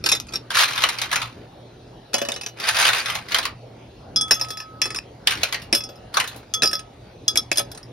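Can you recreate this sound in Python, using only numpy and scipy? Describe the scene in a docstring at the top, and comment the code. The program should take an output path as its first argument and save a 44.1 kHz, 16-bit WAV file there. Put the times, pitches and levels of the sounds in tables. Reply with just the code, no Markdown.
"""Ice cubes drop into a tall drinking glass on a stone counter, over a kitchen rush and hum.
A hand then digs cubes out of a plastic tub, and later handfuls fall into a second, right glass.
Knocks are decaying filtered noise, glass rings are sums of damped sine modes, and stirring is dense random ticks.
Reflections are added, and a close two-port microphone turns the phase between its ports."""
import sys
import numpy as np
from scipy import signal
from scipy.fft import rfft, irfft, next_fast_len
from scipy.io import wavfile
from scipy.ndimage import uniform_filter1d

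SR = 44100
rng = np.random.default_rng(int(sys.argv[2]) if len(sys.argv) > 2 else 0)


def digitize_waveform(pressure):
    """Quantize a signal to 16-bit integers and store it at the path in sys.argv[1].

    Rows of a 2-D input are taken as channels; values are limited to [-1, 1].
    """
    field = np.atleast_2d(pressure).T
    bounded = np.clip(field, -1, 1)
    quanta = np.round(bounded * 32767).astype(np.int16)
    wavfile.write(sys.argv[1], SR, quanta)


N = 349272  # samples


def amp(db):
    """Decibel law: level in dB to amplitude gain."""
    return 10 ** (np.asarray(db) / 20)


def evened(x):
    """Power normalization: scales to rms 1."""
    return x / np.sqrt(np.mean(x ** 2) + 1e-20)


def smoothed(x, width, axis=-1):
    """Low-pass smoothing: two running means in a row."""
    return uniform_filter1d(uniform_filter1d(x, width, axis), width, axis)


def read(points, hz):
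    """Spectral interpolation: reads a table on a log-frequency axis."""
    f, value = np.transpose(points)
    return np.interp(np.log(hz + 1), np.log(f + 1), value)


def at_time(points, s):
    """Linear interpolation: reads a table on a time axis."""
    return np.interp(s, *np.transpose(points))


def add(mix, s, sound):
    """Superposition: mixes a sound in at second s."""
    part = mix[:, round(s * SR):][:, :sound.shape[1]]
    part += sound[:, :part.shape[1]]


# background spectrum before levelling: (frequency [Hz], relative density [dB per Hz])
KITCHEN_SPECTRUM = [(25, -8), (42, -2), (60, 3), (72, 1.5), (100, -2.5), (250, -4.5), (600, -7),
                    (800, -8.5), (1200, -20), (2000, -24), (4300, -25), (5000, -29), (8000, -38),
                    (12000, -44.5), (13300, -51), (15500, -47)]
RUSH_DB, HUM_HZ, HUM_DB = -43.5, 119.4, -51.5  # rms of the rush; middle rms of the hum


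def kitchen():
    """Broadband noise and a tone: appliance rush with drifting patches on two paths, and a wavering mains hum."""
    frames, hz = N // 256 + 5, np.fft.rfftfreq(1024, 1 / SR)
    a, b, c, d, patches = rng.standard_normal((frames, 513, 5)).T
    patches = uniform_filter1d(uniform_filter1d(patches, 10, 0), 16, 1)  # across frequency, then time
    colour_db = read(KITCHEN_SPECTRUM, hz)[:, None] + 2.9 * evened(patches)
    z = np.array([a + 1j * b, c + 1j * d]) * amp(colour_db)
    rush = amp(RUSH_DB) * evened(signal.istft(z, nperseg=1024, noverlap=768)[1][:, :N])
    waver = evened(smoothed(rng.standard_normal(N), 2500))
    hum = np.sqrt(2) * np.sin(2 * np.pi * HUM_HZ * np.arange(N) / SR)
    return rush + amp(HUM_DB + 3.7 * waver) * hum


# decay of the reflections: (frequency [Hz], t60 [s])
ROOM_DECAY = [(300, 0.1), (2000, 0.21), (6000, 0.15), (14000, 0.12)]


def room(x):
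    """Reverberation: sparse reflections of random sign, each band dying at its own speed."""
    taps = np.zeros((2, SR // 2))
    slots = np.arange(200, SR // 2 - 20, 20)
    at = slots + rng.integers(0, 20, (2, len(slots)))
    np.put_along_axis(taps, at, rng.choice([-1., 1.], at.shape), 1)
    hz, t, z = signal.stft(taps, SR, nperseg=256)
    decay = amp(-60 * t / read(ROOM_DECAY, hz)[:, None])
    tail = signal.istft(z * decay, SR, nperseg=256)[1]
    return signal.fftconvolve(x[None], tail / np.linalg.norm(tail[0]), axes=1)[:, :N]


def burst(spectrum, t60, tilt_db=0., rise=0.0006, crack_db=-8.5, size=4096):
    """Damped impact noise: a coloured puff for each of two paths, with a bright crack; treble dies sooner than bass."""
    hz, t = np.fft.rfftfreq(size, 1 / SR), np.arange(size) / SR
    lumps = evened(smoothed(rng.standard_normal(len(hz)), 30))  # each burst has its own colour
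    colour_db = read(spectrum, hz) + tilt_db * np.log2((hz + 50) / 3000) + 3.92 * lumps
    z = rfft(rng.standard_normal((2, size))) * amp(colour_db)
    low = 1 / (1 + (hz / 1500) ** 2)
    high = 1 / (1 + (7000 / (hz + 1)) ** 4)
    t60 = max(t60, .004)
    puff = irfft(z * low) * amp(-60 * t / (3.64 * t60))  # the bass lasts longer
    puff += irfft(z * (1 - low)) * amp(-60 * t / t60)
    puff += irfft(z * high) * amp(crack_db - 60 * t / 0.005)
    onset = 1 - np.exp(-t / max(rise, 1e-4))
    return puff * onset / (2.35 * np.std(irfft(z)))


# colour of the plastic tub, for stirring and clacks: (frequency [Hz], relative level [dB])
TUB_SPECTRUM = [(90, -38), (200, -46), (500, -11), (1200, -2.5), (2100, -3.5), (4100, -6.5), (6000, -15.5),
                (8000, -20), (11000, -25.5), (13200, -31.5), (15500, -32)]
# the hand stirs the heap of cubes, one list a stir: (time [s], relative rattle level [dB])
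STIR_LEVELS = [
    [(.497, -40), (.555, -19.5), (.58, -15), (.645, -18), (.67, -27), (.76, -29), (.84, -19), (.87, -26.5),
     (.975, -38), (1.03, -30.5), (1.09, -35.5), (1.15, -32), (1.24, -34.5), (1.29, -47.5), (1.46, -57)],
    [(2.56, -47.5), (2.69, -15.5), (2.73, -29), (2.81, -16), (2.86, -15.5), (2.92, -23), (3.0, -20),
     (3.03, -32), (3.16, -27.5), (3.2, -40), (3.26, -47.5), (3.37, -23.5), (3.42, -43), (3.47, -32.5),
     (3.52, -87)],
    [(5.25, -58.5), (5.28, -24.5), (5.41, -40), (5.45, -34), (5.51, -42.5), (5.56, -38), (5.7, -65)],
    [(6.12, -57), (6.17, -26.5), (6.22, -28.5), (6.3, -41.5), (6.45, -57.5)],
]


def rattle(rows, per_s=1200, spread_db=5.5):
    """Random impact train: many small ticks, each shaking one patch of the tub wall; harder stirring is brighter."""
    s, level_db = np.transpose(rows)
    t = np.arange(s[0], s[-1], 1 / SR)
    strength = amp(spread_db * np.minimum(rng.exponential(1, len(t)), 4))
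    ticks = strength * (rng.random(len(t)) < per_s / SR)
    patch = rng.integers(0, 12, len(t))

    def shaken(tilt_db):
        """Convolution: each patch answers its own ticks."""
        parts = (signal.oaconvolve(ticks[None] * (patch == k), burst(TUB_SPECTRUM, 0.031, tilt_db), axes=1)
                 for k in range(12))
        return evened(sum(part[:, :len(t)] for part in parts))

    dull, bright = shaken(-0.6), shaken(3.5)
    level_db = np.interp(t, s, level_db)
    brightness = np.clip((level_db + 60.5) / 40, 0, 1)
    sound = np.sqrt(1 - brightness) * dull + np.sqrt(brightness) * bright
    return amp(level_db) * sound * signal.windows.tukey(len(t), .01)


# single cubes clacking in the tub: (time [s], relative level [dB])
CLACK_HITS = [(0.5041, -13), (0.5863, -4.5), (.609, -5.5), (0.7768, -9.5), (0.8032, -24), (0.8374, 4),
              (0.888, -6), (0.9852, -14), (1.0154, -7.5), (1.1147, -10.5), (1.128, -5), (1.1575, -3.5),
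              (1.2165, -12), (2.5992, -18), (2.6821, -11), (2.7767, -31), (2.8256, -3.5), (2.8882, -1.5),
              (3.0584, -9.5), (3.0988, -11.5), (3.1517, -11), (3.285, -24), (3.3191, -9.5), (3.3447, 1),
              (3.385, -4.5), (3.4283, -16.5), (3.4523, -8), (5.2719, 5), (5.3073, -8.5), (5.3203, -13.5),
              (5.374, -24), (5.432, -1), (5.4574, -26), (5.5249, -10), (5.5433, -11), (5.6175, -27.5),
              (6.1415, -12.5), (6.1696, 0.5), (6.1995, -4), (6.2394, -36), (6.2754, -18), (6.3607, -30)]
# brightness of the clacks: (time [s], spectral tilt [dB per octave])
CLACK_TILTS = [(.5, 4), (1.2, 3.5), (2.7, 2.5), (3.4, 4), (5.3, 4), (5.6, 4), (6.2, 3.5), (6.35, 12.5)]
CLACK_T60_S, SHARPER_DB_PER_DB = 0.04, 0.32  # t60 of a clack at 0 dB; harder clacks die sooner


def tub():
    """Impact excitation: stirring of the heap and single clacks."""
    out = np.zeros((2, N))
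    for rows in STIR_LEVELS:
        add(out, rows[0][0], rattle(rows))
    for s, db in CLACK_HITS:
        t60 = CLACK_T60_S * amp(-SHARPER_DB_PER_DB * db)
        clack = burst(TUB_SPECTRUM, t60, at_time(CLACK_TILTS, s), rise=0.00067)
        add(out, s, amp(db) * clack)
    return out


def ring(modes, length=0.96, rise=.001, scatter_db=3.0):
    """Modal synthesis: damped sines on two paths, t60 scaled by length; random mode balance as the struck spot varies."""
    hz, mode_db, t60 = np.transpose(modes)[:, :, None]
    t60 = t60 * max(length, .05)
    t = np.arange(0, min(t60.max(), .7), 1 / SR)
    spot_db, start = scatter_db * rng.standard_normal(hz.shape), rng.random(hz.shape)
    start = start + np.array([0, 1 / 4])[:, None, None]  # the second path is a quarter turn apart in phase
    tones = amp(mode_db + spot_db - 60 * t / t60) * np.sin(2 * np.pi * (hz * t + start))
    onset = 1 - np.exp(-t / max(rise, 1e-4))
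    return onset * tones.sum(1) / np.linalg.norm(amp(mode_db))


# heavy landings: (time [s], level [dB])
THUMP_HITS = [(2.141, -18.5), (2.217, -15.5), (2.285, -23.5), (4.309, -27), (5.727, -16.5), (6.621, -28),
              (6.729, -28), (7.355, -27), (7.514, -25), (7.596, -26)]
# modes of the counter and air column: (frequency [Hz], relative level [dB], t60 before the scaling in ring [s])
THUMP_MODES = [(568, 3, 0.23), (236, 1, 0.08), (341.4, 3, 0.028), (684, 4, 0.11), (925, -20.5, 0.028)]


def thumps():
    """Low-frequency resonance: heavy landings thump the counter and air column."""
    out = np.zeros((2, N))
    for s, db in THUMP_HITS:
        add(out, s, amp(db) * ring(THUMP_MODES, rise=0.0011))
    return out


# the ringing stops short: (time [s], level lost [dB]; negative rows have no effect)
HUSH_STEPS = [(0.202, 7.5), (2.284, -2), (2.501, -3), (4.309, 13.5), (4.991, 44.5), (6.621, 8.5),
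              (6.81, 5.5), (7.355, 4), (7.406, 26), (7.62, 8)]


def hushes():
    """Cumulative attenuation: dB lost up to each sample."""
    lost_db = np.zeros(N + SR)
    for s, db in HUSH_STEPS:
        lost_db[round(s * SR):] += max(db, 0)
    return lost_db


def long_note(s, hz, db, t60, hushed_db):
    """Lightly damped resonance: one slow mode of the right glass, cut at 0.7 s at most, lowered only by a hush."""
    note, at = ring([(hz, 0, t60)], rise=0.0021, scatter_db=-0.5), round(s * SR)
    return note * amp(db + hushed_db[at] - hushed_db[at:at + note.shape[1]])


# blows that set the low rim note singing: (time [s], level [dB])
LOW_NOTE_HITS = [(4.159, -35.5), (4.36, -35), (4.817, -44), (5.749, -44), (6.539, -31), (6.634, -24.5),
                 (6.731, -31), (7.281, -33.5), (7.374, -30), (7.597, -28)]
# t60 before the scaling in ring; it shortens as the glass fills
LOW_HZ, LOW_T60_S, LOW_FREE_S, LOW_DAMP_DB_PER_S = 1283, 2.4, 4.8, 8.5


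def low_notes(hushed_db):
    """Added damping: long rim notes of the right glass, not muted by a passing cube, shorter as cubes pile up."""
    out = np.zeros((2, N))
    for s, db in LOW_NOTE_HITS:
        t60 = LOW_T60_S * amp(-LOW_DAMP_DB_PER_S * max(s - LOW_FREE_S, 0))
        add(out, s, long_note(s, LOW_HZ, db, t60, hushed_db))
    return out


# level against the base modes, t60 before the scaling in ring; fainter as the glass fills
FOOT_HZ, FOOT_DB, FOOT_T60_S, FOOT_FREE_S, FOOT_LOSS_DB_PER_S = 2930, -14, 0.32, 1.8, 12


def foot(s, base_db, hushed_db):
    """Mode coupling: the foot of the right glass sounds with its base modes."""
    foot_db = base_db + FOOT_DB - FOOT_LOSS_DB_PER_S * max(s - FOOT_FREE_S, 0)
    return long_note(s, FOOT_HZ, foot_db, FOOT_T60_S, hushed_db)


# colour of the dry knock of ice: (frequency [Hz], relative level [dB])
ICE_SPECTRUM = [(120, -36), (300, -3.5), (800, -2.5), (1600, -1), (2600, -2.5), (5000, 2.5), (7500, -2),
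                (11000, -15), (13500, -18.5), (15500, -24.5)]
KNOCK_TILT_DB, KNOCK_TILT_RISE_DB = -.5, 2  # dB an octave for a blow at the base, and gained up to the rim


def knock(height, rise):
    """Contact noise: a short ice burst, brighter for a blow nearer the rim."""
    tilt_db = KNOCK_TILT_DB + KNOCK_TILT_RISE_DB * height
    return burst(ICE_SPECTRUM, 0.033, tilt_db, rise=0.58 * rise, crack_db=-3.5)


def chatter(blow, chatter_db, chatter_s):
    """Repeated impact: eight small bounces follow a blow, fainter the later."""
    late, sign = rng.random(8), rng.choice([-1., 1.], 8)
    bounces = np.zeros(2048)
    at = np.minimum(late * chatter_s * SR, 2047).astype(int)
    bounces[at] = sign * amp(chatter_db - 18.7 * late)
    bounces[0] = 1  # the blow itself
    return signal.oaconvolve(blow, bounces[None] / np.linalg.norm(bounces), axes=1)[:, :SR // 2]


# cubes landing in a glass:
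# (time [s], dry knock of ice [dB], ring of the wall [dB], height of the blow [0 base - 1 rim])
CUBE_DROPS = [(0.0399, -13, -17, 0.3), (0.0605, -2, -12, 0.44), (0.0888, -6.5, -8.5, 0.5),
              (0.1164, -3, -5, 0.28), (0.1243, -9, -0.5, 0.43), (0.1499, -12, -14, 0.44),
              (.1674, -39, -23, .7), (.1999, -16, -17, 0.46), (0.269, -34, -50, .1),
              (0.2859, -27, -61, 0.097), (.3077, -33, -59, 0.09), (0.3237, -24.5, -52, 0.41),
              (0.3358, -16.5, -16, 0.19), (.351, -24, -25, .3), (0.3567, -18, -13, 0.27),
              (2.133, -17, -35, .1), (2.141, 0, -17.5, 0.42), (2.1824, -12, -33, 0.71),
              (2.2161, -12, -32, 0.21), (2.2506, -16.5, -42, 0.23), (2.2867, -9.5, -33, 0.098),
              (2.319, -11.5, -47, 0.38), (2.34, -24, -33, 0.47), (2.362, -15.5, -49, .2),
              (2.4113, -18.5, -29.5, 0.23), (2.434, -21, -42, 0.25), (2.463, -12.5, -42, .4),
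              (4.1601, -17, -8.5, 0.5), (4.2104, -23, -13, 0.68), (4.2814, -28, -42, 0.81),
              (4.3093, 0.5, -9.5, 0.55), (4.3188, -8, -5.5, 0.14), (4.3425, -21, -17.5, 0.5),
              (4.397, -20.5, -36, 0.36), (4.412, -15.5, -12, 0.23), (4.447, -24, -44, 0.34),
              (4.4846, -27, -33, 0.48), (4.5045, -17, -22, 0.42), (4.572, -24.5, -26, 0.22),
              (4.602, -23, -31, 0.07), (4.8167, -6, -8.5, 0.37), (4.8556, -14, -27, 0.16),
              (4.9043, -19, -27.5, 0.24), (4.9463, -15.5, -34, 0.35), (4.9601, -21, -20.5, 0.085),
              (4.9871, -16, -30, 0.06), (5.7268, -0.5, -17, 0.43), (5.749, -7.5, -9, 0.34),
              (5.8055, -27, -26, 0.11), (5.8374, -31, -24, 0.37), (5.8898, -31, -40, 0.59),
              (5.957, -51, -45.5, 0.2), (6.538, -12, -18.5, 0.81), (6.621, -2, -18, 0.13),
              (6.6329, -4, -6, 0.26), (6.657, -14, -4.5, .2), (6.6743, -21.5, -7.5, .2),
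              (6.7122, -23, -27, 0.42), (6.7307, -14, -14.5, 0.35), (6.753, -26, -14, 0.28),
              (6.7924, -25, -31, 0.36), (7.2801, -17, -3, 0.58), (7.3569, -9, -28, 0.42),
              (7.3734, -14.5, -0.5, 0.5), (7.5155, -4, -22, 0.16), (7.5285, -33, -11, .4),
              (7.558, -17, -46, .7), (7.5726, -12, -16, 0.69), (7.5818, -10, -4.5, 0.41),
              (7.5935, -9.5, -26, 0.83), (7.716, -27.5, -33.5, 0.48), (7.7485, -27.5, -63, 0.34),
              (7.775, -25.5, -54, 0.32), (7.83, -44, -30, .1)]
# level of the high ring: (time [s], gain [dB])
HIGH_GAINS = [(.1, 0.5), (.35, -1), (2.3, -2.5), (4.2, -2), (4.5, 2.5), (4.9, -2), (5.8, 2), (6.6, 2.5),
              (7.3, 7.5), (7.6, 9.5)]
# blow-to-blow spread of the mode levels: (wall [dB], high [dB], base [dB])
MODE_SCATTER = (2.5, 5.5, 2.5)
RIGHT_FROM_S, SECOND_HANDFUL_S = 1, 3  # the hand moves on to the right glass; its foot gets covered
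RIM_DB, RIM_RISE_DB = -29, 40.5  # rim modes against the wall ring for a blow at the base, and gained up to the rim
BASE_DB, BASE_FALL_DB = -0.5, 27  # base modes against the knock for a blow at the base, and lost up to the rim
EMPTY_BASE_DB = -5  # the short base modes speak less while the foot still rings freely
HIGH_DB, HIGH_FROM_KNOCK, HIGH_RISE_DB = -12, 0.48, 6.5  # blend of knock and wall level, stronger up the wall
SHORTEN_PER_DB = 0.0258  # a cube that slaps the wall stays on it and shortens the ring
FULL_FROM_S, DAMP_DB_PER_S = 5.96, 4.5  # from here the heap of cubes shortens the mode families
MUTE_DB_PER_DB, MUTE_AT_DB = 1.1, -8  # a heavier cube mutes more than one of this strength
RIM_MUTED = .4  # share of a cube's muting that reaches the rim modes


def muting(drops, mute_db):
    """Contact damping: dB that the touch of each cube takes from earlier ringing, summed up to each sample."""
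    muted_db = np.zeros(N + SR)
    for s, knock_db, wall_db, _ in drops:
        excess_db = max(knock_db, wall_db) - MUTE_AT_DB
        muted_db[round(s * SR):] += max(mute_db + MUTE_DB_PER_DB * excess_db, 0)
    return muted_db


def glass(families, right, length, rise, mute_db, chatter_db, chatter_s):
    """Modal excitation: each cube knocks, rings the mode families by the height of its blow and chatters on."""
    drops = [row for row in CUBE_DROPS if (row[0] > RIGHT_FROM_S) == right]
    out, hushed_db, muted_db = np.zeros((2, N)), hushes(), muting(drops, mute_db)
    rim_modes, *body_modes = families
    for s, knock_db, wall_db, height in drops:
        height = np.clip(height, 0, 1)
        rim_db = wall_db + RIM_DB + RIM_RISE_DB * height
        base_db = knock_db + BASE_DB - BASE_FALL_DB * height
        high_db = HIGH_DB + HIGH_FROM_KNOCK * knock_db + (1 - HIGH_FROM_KNOCK) * wall_db
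        high_db += HIGH_RISE_DB * height + at_time(HIGH_GAINS, s)
        foot_free = right and s < SECOND_HANDFUL_S
        short_base_db = base_db + EMPTY_BASE_DB * foot_free

        free = length * (1 - SHORTEN_PER_DB * max(wall_db - knock_db, 0))
        free *= amp(-DAMP_DB_PER_S * max(s - FULL_FROM_S, 0))
        at = round(s * SR)
        lost_db, hush_db = (v[at:at + SR // 2] - v[at] for v in (muted_db, hushed_db))

        blow = np.zeros((2, SR // 2))
        for db, modes, scatter_db in zip((wall_db, high_db, short_base_db), body_modes, MODE_SCATTER):
            add(blow, 0, amp(db) * ring(modes, free, rise, scatter_db))
        add(blow, 0, amp(knock_db) * knock(height, rise))
        blow = chatter(blow, chatter_db, chatter_s)
        add(out, s, blow * amp(-lost_db - hush_db))

        rim = amp(rim_db) * ring(rim_modes, free, rise)[:, :SR // 2]
        add(out, s, rim * amp(-RIM_MUTED * lost_db - hush_db)[:rim.shape[1]])
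        if right:
            add(out, s, foot(s, base_db, hushed_db))
    if right:
        out += low_notes(hushed_db)
    return out


# modes of each glass in four families (rim, wall, high, base):
# (frequency [Hz], relative level [dB], t60 before the length scaling [s])
LEFT_MODES = [
    [(3600, 0.5, 0.22), (3930, -2, 0.22), (6710, -0.5, 0.16)],
    [(5200, 1.5, 0.036), (5480, 4, 0.046), (4520, -7, 0.045), (3770, -13, 0.072), (5560, -31, 0.025)],
    [(7500, 1, .06), (8750, 0, 0.059), (10140, -2, 0.065), (10800, 7, 0.036), (11380, -2, 0.05),
     (11300, -1, 0.044), (11500, -10, 0.044), (12900, -6, 0.041), (15100, -21, .04)],
    [(2490, 10, 0.059), (2900, -25, .1), (2040, -11, 0.048), (1332, 1.5, 0.15)],
]
RIGHT_MODES = [
    [(3390, -4.5, 0.37), (6310, -2, 0.12)],
    [(4938, -3, 0.15), (5280, -4.5, 0.1), (4730, -13.5, 0.11), (5367, 0.5, 0.11), (5690, -4.5, 0.047),
     (3910, -10.5, 0.052)],
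    [(7330, 12.5, 0.024), (8800, 8.5, 0.18), (9350, -6.5, 0.048), (9700, 6, 0.07), (10020, -7, 0.097),
     (11100, -12.5, .06), (10470, -5, 0.092), (11080, 7.5, 0.066), (12000, 0, 0.14), (11970, -10, 0.11),
     (13400, -23.5, .06), (14400, -4.5, 0.066), (15500, -11, 0.078)],
    [(2574, -5, 0.046), (1753, -10, 0.038), (1977, -32, 0.02)],
]


def scene():
    """Superposition of sources: row 0 is shared by both ports, row 1 reaches the right port by another path."""
    glasses = glass(LEFT_MODES, False, length=0.47, rise=0.00049, mute_db=-1.0, chatter_db=-2.0, chatter_s=.025)
    glasses += glass(RIGHT_MODES, True, length=0.83, rise=0.00037, mute_db=22.0, chatter_db=-7.5, chatter_s=.035)
    glasses += thumps()
    heap = tub()
    reflections = room(amp(-16.5) * glasses[0] + amp(-11.5) * heap[0])
    return glasses + heap + reflections + kitchen()


# how alike the microphone ports are: (frequency [Hz], likeness [0-1])
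PORT_LIKENESS = [(60, .995), (300, 0.98), (1000, 0.24), (1900, 0.85), (2800, 0.24), (4600, 0.3),
                 (5600, 0.84), (7500, 1), (9300, 0.86), (11000, 1), (12900, 0.43), (14300, 1)]
# phase by which the right port leads: (frequency [Hz], lead [rad])
PORT_LEAD = [(0, 0), (300, .1), (900, 1.1), (1500, -.2), (4900, 0), (7650, -3.14), (11000, -6.28),
             (14300, -9.42), (16000, -10.5)]
PORT_HZ, EDGE_HZ = 15850, 17100  # start of the port roll-off; band limit


def record(dry):
    """Interaural-style coherence and phase: the ports differ, then roll off, overload softly and are band limited."""
    size = next_fast_len(N + 4096)
    hz = np.fft.rfftfreq(size, 1 / SR)
    shared, other = rfft(dry, size)
    alike = np.clip(read(PORT_LIKENESS, hz), 0, 1)
    turn = np.exp(.5j * at_time(PORT_LEAD, hz))  # half the lead on each port
    right = alike * shared + np.sqrt(1 - alike ** 2) * other
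    pair = np.array([shared / turn, right * turn])
    pair *= amp(-.045 * np.maximum(hz - PORT_HZ, 0))  # dB per Hz
    pair *= 1 / (1 + (36 / (hz + 1)) ** 4)  # the capsule loses the deepest bass
    soft = 1.1 * np.tanh(irfft(pair, size)[:, :N] / 1.1)  # the loudest blows are rounded off
    band = signal.firwin(511, EDGE_HZ, window=("kaiser", 13), fs=SR)
    return signal.oaconvolve(soft, band[None], "same")


dry = scene()
out = record(dry)
digitize_waveform(out)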